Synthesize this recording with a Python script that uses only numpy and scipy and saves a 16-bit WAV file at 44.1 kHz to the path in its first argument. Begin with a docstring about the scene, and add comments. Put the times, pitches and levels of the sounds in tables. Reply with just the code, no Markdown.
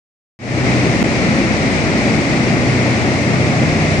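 """Big exhaust fans in a barn

After a short silence, a wall of fans fades in. Air roars through the blades and hisses through the
shutters, over a blade hum whose tones swell and sink. The sound drifts slightly to the right as the
two microphones slowly turn. One knock on the right microphone makes a limiter dip the level briefly."""
import sys
import numpy as np
from scipy import signal
from scipy.fft import rfft, irfft
from scipy.io import wavfile
from scipy.ndimage import uniform_filter1d, minimum_filter1d

SR = 44100
rng = np.random.default_rng(int(sys.argv[2]) if len(sys.argv) > 2 else 0)


def inscribe(sig):
    """Save sig as 16-bit PCM at rate SR to the path in sys.argv[1].

    A 1-D sig is mono; a 2-D sig holds one channel per row.
    Samples are clipped to [-1, 1] before scaling.
    """
    pcm = np.round(np.clip(np.atleast_2d(sig).T, -1, 1) * 32767)
    wavfile.write(sys.argv[1], SR, pcm.astype(np.int16))


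N = 176400

BLADE_HZ, WOBBLE_HZ = 31.12, 0.075  # blades passing per second, and how far that rate wanders

# The hum tones that swell and sink, as multiples of the blade rate.
SWELLING_TONES = (3, 4, 5, 7, 8)
# How they swell. Each row: time in seconds, then a relative level in dB for each of the five tones.
TONE_SWELLS = [(0.5, -39, -20, -31, -37, -23.5), (0.75, -36, -20.5, -33, -28, -39),
               (1.2, -31, -24, -37, -26, -30), (1.55, -35, -33, -35, -27, -39),
               (1.85, -32, -37, -33, -26, -39), (2.25, -39, -27, -33, -26, -28),
               (2.6, -33, -22.5, -26, -38, -29), (2.92, -25.5, -18.5, -31, -27, -33),
               (3.22, -31, -26, -33, -29, -35), (3.48, -25, -24, -24, -29, -38),
               (3.68, -26, -26, -26, -27, -39), (3.87, -24, -28, -20.5, -26, -31)]
# The steady hum tones, as multiples of the blade rate, and their relative levels in dB.
STEADY_TONES = (1, 2, 6, 9, 10)
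STEADY_TONE_DB = (-54.5, -37, -54.5, -40, -44)
# The tone color of the roar. Each row: frequency in Hz, relative level in dB.
ROAR_COLOR = [(12, -32), (25, -33.5), (50, -12), (95, -3), (125, -1.5), (185, -0.5), (280, -1.5), (370, -5),
              (460, -9.5), (570, -7.5), (680, -9.5), (950, -17.5), (1400, -17.5), (3000, -28.5),
              (9000, -69), (11500, -100)]
# Surges and lulls of the roar. Each row: time in seconds, level change in dB.
ROAR_SURGES = [(0.7, 1), (1.13, -0.5), (1.25, 1.1), (1.55, 0), (2.2, 0.4), (2.72, 0), (2.82, 0),
               (2.91, 0.9), (3.15, 0.5), (3.24, -2), (3.31, 0.5), (3.65, 0.4), (3.81, 0), (3.95, -0.6)]
# The tone color of the hiss at each microphone. Each row: frequency in Hz, relative level in dB.
HISS_COLOR_LEFT = [(800, -32), (1450, -14.5), (1830, -1.5), (2100, 2), (2450, -1.5), (3050, -12.5),
                   (3450, -13), (4100, -11.5), (5400, -12), (6200, -16.5), (7800, -23.5), (9300, -33.5),
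                   (10500, -57), (11500, -78.5)]
HISS_COLOR_RIGHT = [(800, -23), (1500, -9.5), (1900, -0.3), (2130, 2), (2450, -4.5), (3100, -17.5),
                    (4200, -13.5), (5400, -16), (6200, -13), (7800, -18.5), (9300, -21), (10800, -38),
                    (12200, -69)]
# Small swells of the hiss. Each row: time in seconds, level change in dB.
HISS_SURGES = [(0.5, 0.5), (0.8, 0.5), (0.98, 0.5), (1.09, 0), (1.17, 0.14), (2.25, 0.2), (2.55, -0.4),
               (2.8, 0.1), (2.87, -0.1), (3.1, 0), (3.3, -0.5), (3.9, 0)]
# How alike the two microphones sound. Each row: frequency in Hz, likeness from 0 (unrelated) to 1.
MIC_LIKENESS = [(30, .4), (70, 0.21), (130, 0.57), (260, 0.88), (680, 0.94), (900, 0.64), (1200, 0.42),
                (1700, 0.42), (2000, .1), (2300, 0.26), (3000, .08), (6000, .01)]
# How far the wave at the left microphone is ahead. Each row: frequency in Hz, lead in radians.
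LEFT_LEAD = [(30, 0), (300, 0.24), (860, 0.57), (1200, 1.5), (1600, 3), (2200, 0.12)]


def amp(db):
    """Turns decibels into a factor to multiply a sound by."""
    return 10 ** (np.asarray(db) / 20)


def unit(x):
    """Scales a signal to an average strength (rms) of 1."""
    return x / np.sqrt(np.mean(x ** 2) + 1e-20)


def look_up(table, hz):
    """Reads between the rows of a table, with every octave equally wide."""
    row_hz, values = np.transpose(table)
    return np.interp(np.log(hz + 1), np.log(row_hz + 1), values)


def volume_curve(table):
    """Joins rows of seconds and dB into a volume factor for every sample."""
    return amp(np.interp(np.arange(N) / SR, *np.transpose(table)))


def drift(rate_hz):
    """A smooth random wandering of strength 1, with little movement faster than rate_hz."""
    hz = np.fft.rfftfreq(N, 1 / SR)
    noise = rfft(rng.standard_normal(N))
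    return unit(irfft(noise * np.exp(-(hz / rate_hz) ** 2) * (hz > 0), N))


def barn_noise(left_color, right_color):
    """The noise of swirling air fills the barn and reaches two nearby microphones partly alike."""
    hz = np.fft.rfftfreq(N, 1 / SR)
    left, unrelated = rfft(rng.standard_normal((2, N)))
    likeness = look_up(MIC_LIKENESS, hz)
    right = likeness * left + np.sqrt(1 - likeness ** 2) * unrelated
    right *= np.exp(-1j * look_up(LEFT_LEAD, hz))  # arrives a little later
    left *= amp(look_up(left_color, hz))
    right *= amp(look_up(right_color, hz))
    return np.array([unit(irfft(left, N)), unit(irfft(right, N))])


def microphone_knock(start_s=1.0287, pitch_hz=190, rise_s=0.000013, decay_s=0.0024):
    """A knock gives the right microphone a sharp push and a slower rebound."""
    age = np.maximum(np.arange(N) / SR - start_s, 0)
    rise = 1 - np.exp(-age / rise_s)
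    rebound = np.cos(2 * np.pi * pitch_hz * age) * np.exp(-age / decay_s)
    return amp(15) * rise * rebound * np.array([[0.01], [1]])  # a trace leaks to the left


def shutter_hiss(left_db=-21, right_db=-25.5, flutter_db=0.34):
    """Air rushes through the shutter slats and hisses, most strongly around 2100 Hz."""
    flow = volume_curve(HISS_SURGES) * amp(flutter_db * drift(rate_hz=18))
    return amp([[left_db], [right_db]]) * flow * barn_noise(HISS_COLOR_LEFT, HISS_COLOR_RIGHT)


def blade_hum(speed_spread=0.00705, others_db=-23):
    """The nearest fan hums at multiples of its blade rate; a slower and a faster fan make it waver."""
    t = np.arange(N) / SR
    times, *swells_db = np.transpose(TONE_SWELLS)
    gains = [amp(np.interp(t, times, db)) for db in swells_db] + list(amp(STEADY_TONE_DB))
    hum = np.zeros(N)
    for offset, fan_db in ((0, 0), (-speed_spread, others_db), (speed_spread, others_db)):
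        blades_passed = np.cumsum(BLADE_HZ * (1 + offset) + WOBBLE_HZ * drift(rate_hz=1.7)) / SR
        for multiple, gain in zip(SWELLING_TONES + STEADY_TONES, gains):
            hum += amp(fan_db) * gain * np.sin(2 * np.pi * (multiple * blades_passed + rng.random()))
    return hum


def blade_throb(depth):
    """Each passing blade pushes a puff of air, so the volume pulses."""
    blades_passed = np.cumsum(BLADE_HZ + WOBBLE_HZ * drift(rate_hz=1.5)) / SR
    return 1 + depth * np.cos(2 * np.pi * blades_passed)


def blade_roar():
    """The blades churn the air into a low roar that surges and throbs a little."""
    flow = volume_curve(ROAR_SURGES) * blade_throb(depth=0.089)
    return amp(-16) * flow * barn_noise(ROAR_COLOR, ROAR_COLOR)


def scene(lean_db=0.56, turn_db_per_s=-0.1):
    """Mixes the knock with the fans, which shift to the right as the microphones turn."""
    side = np.array([[1], [-1]])  # raises the left channel and lowers the right
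    low_sounds = amp(2.5) * blade_hum() + blade_roar()
    fans = low_sounds * amp(side * lean_db) + shutter_hiss()  # hum and roar lean to the left
    turn_db = turn_db_per_s * (np.arange(N) - N / 2) / SR
    return fans * amp(side * turn_db) + microphone_knock()


def record(dry, ceiling_db=-0.4, hold_s=0.0077, recover_db_per_s=2500, top_hz=14800):
    """Fades in, turns both channels down at loud peaks (a limiter) and cuts the highest treble."""
    t = np.arange(N) / SR
    faded = dry * np.interp(t, [0.39, 0.68], [0.053, 1], left=0)  # silent until 0.39 seconds
    peak_db = 20 * np.log10(abs(faded).max(0) + 1e-9)
    excess_db = np.maximum(peak_db - ceiling_db, 0)
    # The dip starts just before a peak, holds for a moment, then lets go at a steady rate.
    ahead, half_hold = 8, int(hold_s * SR / 2)  # in samples
    held_db = -minimum_filter1d(-excess_db, 2 * half_hold + 1, origin=half_hold - ahead)
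    smooth_db = uniform_filter1d(held_db, 2 * ahead)
    recovery_db = recover_db_per_s * t
    dip_db = np.maximum.accumulate(smooth_db + recovery_db) - recovery_db
    treble_cut = signal.firwin(255, top_hz, window=("kaiser", 8), fs=SR)
    return signal.oaconvolve(faded / amp(dip_db), treble_cut[None], "same")


dry = scene()
out = record(dry)
inscribe(out)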